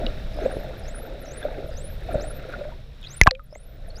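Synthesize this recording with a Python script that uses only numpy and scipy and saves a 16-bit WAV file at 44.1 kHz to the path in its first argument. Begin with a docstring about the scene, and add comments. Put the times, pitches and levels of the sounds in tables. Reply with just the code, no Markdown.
"""Underwater over a sandy bottom, heard from inside a swimmer's watertight case. Water rumbles, gurgles and
fizzes from the start, and stray bubbles ring. From 0.3 s dolphins whistle, with brief sonar clicks: each
whistle dives, lingers and sweeps up again. At 3.2 s a splash near the surface rings with short tones, overloads
the recorder and ducks its gain, which creeps back under the last two whistles."""
import sys
import numpy as np
from scipy import signal
from scipy.fft import rfft, irfft
from scipy.io import wavfile
from scipy.ndimage import uniform_filter1d

SR = 44100
rng = np.random.default_rng(int(sys.argv[2]) if len(sys.argv) > 2 else 0)


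def file_out(sig):
    """Save sig as 16-bit WAV at sys.argv[1]."""
    # one column per channel
    cols = np.atleast_2d(sig).T
    # limit, then scale
    lim = np.clip(cols, -1, 1)
    pcm = np.round(lim * 32767).astype(np.int16)
    wavfile.write(sys.argv[1], SR, pcm)


N = 176400
SAG = .08  # share by which the pitch drops across one throb or squeak


def whistle(contour):
    """A gliding near-sine with a weak octave, hoarse at its low turn, coloured by the case."""
    # How the case passes sound. Each row: frequency in Hz, gain in dB.
    case = [(7200, 4), (8400, -8.5), (9600, 7), (10500, 3.5), (11600, -1), (13300, 2.5), (15500, -14)]
    at, pitch, db = np.transpose(contour)
    t = np.arange(at[0], at[-1], 1 / SR)
    glide = uniform_filter1d(np.interp(t, at, pitch), 300, mode="nearest")
    hoarse = 1 / (1 + (glide / 5500) ** 12)  # nears 1 below 5500 Hz
    waver = drift(hz=120)[:len(t)]
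    throb_hz = 110 * (1 + .5 * waver)
    throb = np.cumsum(throb_hz) / SR % 1  # the low turn breaks into sagging pulses
    hz = glide * (1 + (.004 + .03 * hoarse) * waver + SAG * hoarse * (.5 - throb))
    phase = 2 * np.pi * np.cumsum(hz) / SR
    fade_s, mirror_delay_s = .004, .0007
    fades = np.clip(np.minimum(t - t[0], t[-1] - t) / fade_s, 0, 1)
    flutter_db = 3.3 * drift(hz=55)[:len(t)]
    rasp = 1 + .65 * hoarse * drift(hz=500)[:len(t)]
    pulsing = 1 - .5 * hoarse * np.cos(2 * np.pi * throb)
    envelope = amp(np.interp(t, at, db) + flutter_db) * fades * rasp * pulsing
    # The surface returns an inverted copy, so a sweep swells and fades.
    mirror = -amp(-8) * np.sin(phase - 2 * np.pi * hz * mirror_delay_s)
    fundamental = amp(spectrum_at(case, hz)) * (np.sin(phase) + mirror)
    octave_gain = amp(-13 + spectrum_at(case, 2 * hz)) * (1 - .5 * hoarse) * (2 * hz < 15600)
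    sub_octave = amp(-12) * hoarse * np.sin(phase / 2)
    return envelope * (fundamental + octave_gain * np.sin(2 * phase) + sub_octave)


def squeak(length, hz, db):
    """A tiny sagging chirp where a whistle cracks at its low turn."""
    progress = np.linspace(0, 1, round(length * SR))
    phase = 2 * np.pi * np.cumsum(hz * (1 + SAG * (.5 - progress))) / SR
    return amp(db) * np.sin(np.pi * progress) ** 2 * np.sin(phase)


def sonar():
    """Echolocation: short runs of bright, sharply damped clicks."""
    # Each row: start in seconds, length in seconds, clicks per second, level in dB.
    trains = [(.345, .04, 45, -38), (2.49, .02, 70, -39), (1.925, .15, 36, -43), (3.014, .005, 40, -40),
              (3.168, .02, 85, -33)]
    click_hz, decay_s = 10500, .00012
    t = np.arange(128) / SR
    click = np.exp(-t / decay_s) * np.sin(2 * np.pi * click_hz * t)
    out = np.zeros(N)
    for start, length, rate, db in trains:
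        for s in np.arange(start, start + length, 1 / rate):
            add(out, s, amp(db) * click)
    return out


def dolphins():
    """Whistles, squeaks and clicks, with a short tail scattered from surface and sand."""
    # One contour per whistle. Each point: time in seconds, pitch in Hz, level in dB before the case.
    contours = [
        [(.32, 5300, -70), (.375, 5090, -63), (.41, 5300, -67), (.47, 7700, -59), (.53, 9650, -61.5),
         (.61, 12200, -64), (.668, 14600, -67)],
        [(.772, 14200, -60), (.807, 9200, -57), (.813, 7900, -71), (.828, 4650, -69), (.868, 5500, -63),
         (.897, 7170, -54), (.96, 9570, -50), (1.035, 12150, -57.5), (1.095, 15000, -62)],
        [(1.203, 14300, -55), (1.247, 7300, -63), (1.265, 5450, -48.5), (1.288, 5900, -56),
         (1.305, 5650, -51.5), (1.328, 7100, -52.5), (1.385, 9660, -50.5), (1.425, 11600, -59),
         (1.48, 15400, -60)],
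        [(1.66, 15250, -59), (1.706, 6600, -57), (1.716, 4900, -74), (1.748, 4600, -62), (1.762, 5250, -52),
         (1.782, 6550, -51.5), (1.86, 9970, -47.5), (1.93, 13000, -59), (1.972, 15400, -55)],
        [(2.103, 15300, -59), (2.145, 7800, -53), (2.16, 4000, -87), (2.2, 4000, -51.5), (2.228, 6850, -50.5),
         (2.27, 9000, -48), (2.335, 11550, -58), (2.403, 15200, -53)],
        [(3.015, 3750, -62), (3.045, 3250, -48), (3.066, 3710, -47.5), (3.1, 5700, -52.5), (3.14, 7400, -47.5),
         (3.168, 9100, -46), (3.205, 10450, -59), (3.305, 15200, -46)],
        [(3.43, 14900, -60), (3.47, 9100, -63), (3.48, 5100, -89), (3.512, 5100, -62), (3.535, 5300, -60),
         (3.56, 7050, -52), (3.62, 9800, -56), (3.71, 13950, -61), (3.768, 15400, -52)],
        [(3.863, 15300, -52), (3.896, 8200, -60), (3.903, 4300, -88), (3.95, 4300, -66), (3.961, 4700, -52),
         (4.0, 7500, -49.5)],
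    ]
    # Each row: start in seconds, length in seconds, pitch in Hz, peak in dB.
    squeaks = [(3.033, .022, 2550, -44), (3.0685, .007, 3850, -32), (3.9, .013, 4350, -42)]
    calls = sonar()
    for contour in contours:
        add(calls, contour[0][0], whistle(contour))
    for start, *chirp in squeaks:
        add(calls, start, squeak(*chirp))
    scatter_db, t60 = -23, .1
    t = np.arange(SR // 4) / SR
    tail = rng.standard_normal(len(t)) * amp(-60 * t / t60)
    return calls + amp(scatter_db) * signal.fftconvolve(calls, tail / np.linalg.norm(tail))[:N]


def splash():
    """The splash snaps with ticks, each setting off a short ringing tone."""
    # Each row: start in seconds, pitch in Hz, peak in dB, 60 dB decay and attack in seconds.
    splash_rings = [ (3.2139, 1850, 11, 0.016, 0.00017), (3.2154, 1620, -9, 0.045, 0.00023),
                    (3.2353, 4900, -7, .006, 0.00025), (3.2352, 2150, -12, 0.014, 0.00025),
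                    (3.2623, 600, -7.5, 0.046, 0.00036), (3.269, 1480, 3, 0.034, 0.00018),
                    (3.273, 990, 11, 0.025, 0.00063), (3.277, 720, 0, 0.034, 0.00066),
                    (3.288, 2375, -16.5, 0.032, 0.00044), (3.3105, 3720, 1, 0.0063, 0.00027),
                    (3.3096, 1700, -6, 0.007, 0.00025), (3.313, 490, -15.5, .16, 0.0017),
                    (3.352, 2210, -24.5, 0.024, 0.00032), (3.3507, 2800, -25, 0.013, 0.00036),
                    (3.3948, 1170, -28, 0.06, 0.00041)]
    tick_decay_s, tick_top_hz = .0016, 3300
    lowpass = signal.butter(2, tick_top_hz, fs=SR)
    t = np.arange(SR // 10) / SR
    out = np.zeros(N)
    for start, hz, db, t60, attack in splash_rings:
        tick = signal.lfilter(*lowpass, rng.standard_normal(len(t)) * np.exp(-t / tick_decay_s))
        add(out, start, bubble(hz, db, t60, attack, bend=.16))
        add(out, start, amp(db - 11) * tick)
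    return out


def slaps():
    """Water slaps the case in one-sided pressure pulses, rolled off below 24 Hz."""
    # Each row: start in seconds, rise time in seconds, peak in dB before the roll-off.
    hits = [(2.154, 0.0014, -13.5), (3.2135, .0004, 1.5), (3.217, .005, 6.5), (3.275, 0.0019, 5.5),
            (3.82, .006, -24)]
    t = np.arange(SR // 10) / SR
    pressure = np.zeros(N)
    for start, rise, db in hits:
        add(pressure, start, -amp(db) * (t / rise * np.exp(1 - t / rise)) ** 2)
    return signal.lfilter(*signal.butter(2, 24, "high", fs=SR), pressure)


def bubble(hz, db, t60, attack, bend=0):
    """A pocket of air rings and dies away, creeping up in pitch; a bend starts it sharp."""
    rise_per_s, settle_s = 1.7, .007
    t = np.arange(0, 1.3 * t60 + attack, 1 / SR)
    pitch = hz * (1 + rise_per_s * t + bend * np.exp(-t / settle_s))
    envelope = np.minimum(t / attack, 1) * amp(db - 60 * np.maximum(t - attack, 0) / t60)
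    return envelope * np.sin(2 * np.pi * np.cumsum(pitch) / SR)


def stray_bubbles():
    """Small bubbles plink and larger pockets of air glug by the case."""
    # Each row of both: start in seconds, pitch in Hz, peak in dB, 60 dB decay and attack in seconds.
    plinks = [ (0.0663, 2900, -23, 0.019, .0002), (0.065, 3840, -18.5, 0.0095, 0.00047),
              (1.427, 1600, -32, 0.039, .002), (1.428, 3490, -34, .03, 0.0012),
              (2.539, 1407, -26, 0.045, 0.00046), (2.72, 930, -39, 0.06, 0.002),
              (3.526, 592, -29, 0.075, 0.0006), (3.5533, 2074, -31, 0.027, .0002),
              (3.558, 600, -23.5, 0.021, .0006)]
    glugs = [ (0.041, 232, -21.5, .06, 0.0048), (.388, 591, -21.5, 0.061, 0.00071),
             (.452, 533, -17.5, 0.031, 0.005), (.458, 537, -9, 0.033, 0.004),
             (0.568, 383, -16, 0.0075, 0.0014), (1.4505, 583, -15.5, 0.072, 0.0027),
             (1.577, 390, -28.5, 0.075, 0.0066), (1.69, 618, -29, 0.066, 0.0034),
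             (2.086, 688, -23.5, 0.041, 0.0059), (2.143, 603, -15, 0.033, 0.0029),
             (2.154, 560.6, -13.5, 0.04, 0.003), (2.176, 557, -27.5, 0.16, 0.0045),
             (2.609, 566, -23, 0.085, 0.0041), (2.652, 582, -28, 0.18, 0.00074)]
    out = np.zeros(N)
    for start, *ring in plinks + glugs:
        add(out, start, bubble(*ring))
    return out


def swarm(low_hz, high_hz, per_s, cycles, spread_db, pitches=24):
    """A cloud of bubbles of random strength, each falling 20 dB in the given cycles; rms 1."""
    out = np.zeros(N)
    for hz in np.geomspace(low_hz, high_hz, pitches):
        chance, strength = rng.random(N), rng.exponential(1, N)
        ring = bubble(hz, db=0, t60=3 * cycles / hz, attack=1 / hz)
        for i in np.flatnonzero(chance < per_s / pitches / SR):
            add(out, i / SR, amp(spread_db * min(strength[i], 3)) * ring)
    return unit(out)


def rumble(noise):
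    """Flow rumbles on the case in slow swells."""
    # Each row: frequency in Hz, relative level in dB.
    tone = [(10, -4.5), (30, 6.5), (50, -0.5), (100, -9.5), (200, -17), (350, -34.5), (700, -59)]
    # Each row: time in seconds, level in dB.
    fader = [(0, -29), (.55, -30.5), (.9, -33.5), (1.3, -38.5), (1.6, -33), (1.85, -31.5), (2.2, -31),
             (2.45, -36), (2.63, -34.5), (2.9, -41.5), (3.17, -39.5), (3.4, -35.5), (3.72, -39.5),
             (3.83, -37), (4, -39)]
    return coloured(noise, tone) * level(fader)


def gurgle(noise):
    """Stirred air gurgles: low bubbles over a bed of noise."""
    # Each row: frequency in Hz, relative level in dB.
    tone = [(120, -26), (230, -11.5), (380, -5), (520, 0.5), (640, 1), (760, -5), (950, -11), (1500, -42)]
    # Each row: time in seconds, level in dB.
    fader = [(0, -30.5), (.2, -44.5), (.33, -45.5), (.42, -31), (.6, -37), (.8, -42.5), (1.1, -39.5),
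             (1.35, -42.5), (1.52, -35), (1.75, -45), (2.0, -46.5), (2.13, -33), (2.35, -43), (2.6, -39.5),
             (2.85, -58.5), (3.42, -61), (3.62, -53), (4, -47.5)]
    churn = swarm(200, 900, per_s=240, cycles=9.2, spread_db=3) + amp(-5.5) * coloured(noise, tone)
    return coloured(churn, tone) * level(fader)


def fizz(noise):
    """Finer stirred air fizzes: tiny bubbles over flickering noise."""
    # Each row: frequency in Hz, relative level in dB.
    tone = [(700, -19.5), (1000, -11.5), (1400, 5), (2000, 1.5), (2700, -2), (3100, -18.5), (3700, 0.5),
            (5000, -17.5), (8000, -27)]
    # Each row: time in seconds, gain in dB.
    fader = [(0, -46), (.3, -55.5), (.44, -44), (.7, -51), (1.25, -53.5), (1.45, -46.5), (1.7, -56),
             (2.0, -55), (2.12, -44.5), (2.35, -53), (2.54, -46), (2.74, -58), (2.88, -69), (3.15, -55),
             (3.4, -65.5), (4, -58.5)]
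    fine = coloured(swarm(1000, 5000, per_s=380, cycles=6.5, spread_db=4.2), tone)
    flicker = coloured(noise, tone) * amp(1.9 * drift(hz=43))
    return amp(-2.5) * (fine + flicker) * level(fader)


def drone(noise):
    """A faint, steady drone: a narrow band of noise at 135 Hz."""
    return amp(-51) * coloured(noise, [(80, -25.5), (135, 13), (210, -44.5)])


def hiss(noise):
    """A thin hiss with a faint crackle of the tiniest bubbles."""
    # Each row: frequency in Hz, relative level in dB.
    tone = [(300, 6.5), (2000, 0), (3100, 1), (3800, 6), (4700, -6.5), (5400, -3), (6300, -16),
            (10000, -27.5), (14000, -22), (15500, -28)]
    # Each row: time in seconds, level in dB.
    fader = [(0, -49), (.55, -50.5), (1, -54), (2.55, -52.5), (2.9, -59), (3.15, -52), (3.35, -63),
             (3.65, -58), (4, -60)]
    crackle = swarm(4000, 12000, per_s=60, cycles=.85, spread_db=3)
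    return (coloured(noise, tone) + amp(-21) * crackle) * level(fader)


def amp(db):
    """Decibels to gain."""
    return 10 ** (np.asarray(db) / 20)


def unit(x):
    """Scales to rms 1."""
    return x / np.sqrt(np.mean(x ** 2) + 1e-20)


def spectrum_at(points, hz):
    """Reads an EQ curve in dB on a log-frequency axis."""
    freqs, db = np.transpose(points)
    return np.interp(np.log(hz + 1), np.log(freqs + 1), db)


def level(points):
    """Gain at every sample from a fader curve."""
    return amp(np.interp(np.arange(N) / SR, *np.transpose(points)))


def add(mix, start, sound):
    """Mixes a sound in at a start time in seconds."""
    part = mix[max(round(start * SR), 0):][:len(sound)]
    part += sound[:len(part)]


def coloured(x, points):
    """Shapes a sound with an EQ curve, at rms 1."""
    gain = amp(spectrum_at(points, np.fft.rfftfreq(N, 1 / SR)))
    return unit(irfft(rfft(x) * gain, N))


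def drift(hz):
    """Smooth random movement up to a rate, at rms 1."""
    rolloff = 1 + (np.fft.rfftfreq(N, 1 / SR) / hz) ** 4
    return unit(irfft(rfft(rng.standard_normal(N)) / rolloff, N))


def scene():
    """Dolphins, splash and bubbles over the bed of moving water, in mono."""
    mix = dolphins() + splash() + slaps() + stray_bubbles()
    for layer, noise in zip((rumble, gurgle, fizz, hiss, drone), rng.standard_normal((5, N))):
        mix += layer(noise)
    return mix[None]


def record(dry):
    """Gain control ducks on the splash and recovers slowly; peaks clip softly; the top end is cut."""
    threshold_db, duck_share, attack_s, release_db_per_s = -5.5, .85, .002, 18
    cutoff_hz = 15600
    power = signal.lfilter(np.ones(128) / 128, 1, dry[0] ** 2)
    power_db = 10 * np.log10(abs(power) + 1e-12)
    release_db = np.arange(N) * release_db_per_s / SR
    held_db = np.maximum.accumulate(power_db + release_db) - release_db
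    over_db = np.maximum(held_db - threshold_db, 0)
    pole = np.exp(-1 / (attack_s * SR))
    ducked = dry * amp(-duck_share * signal.lfilter([1 - pole], [1, -pole], over_db))
    clipped = ducked / (1 + ducked ** 8) ** (1 / 8)
    lowpass = signal.firwin(401, cutoff_hz, window=("kaiser", 9), fs=SR)
    return signal.oaconvolve(clipped, lowpass[None], "same")


dry = scene()
out = record(dry)
file_out(out)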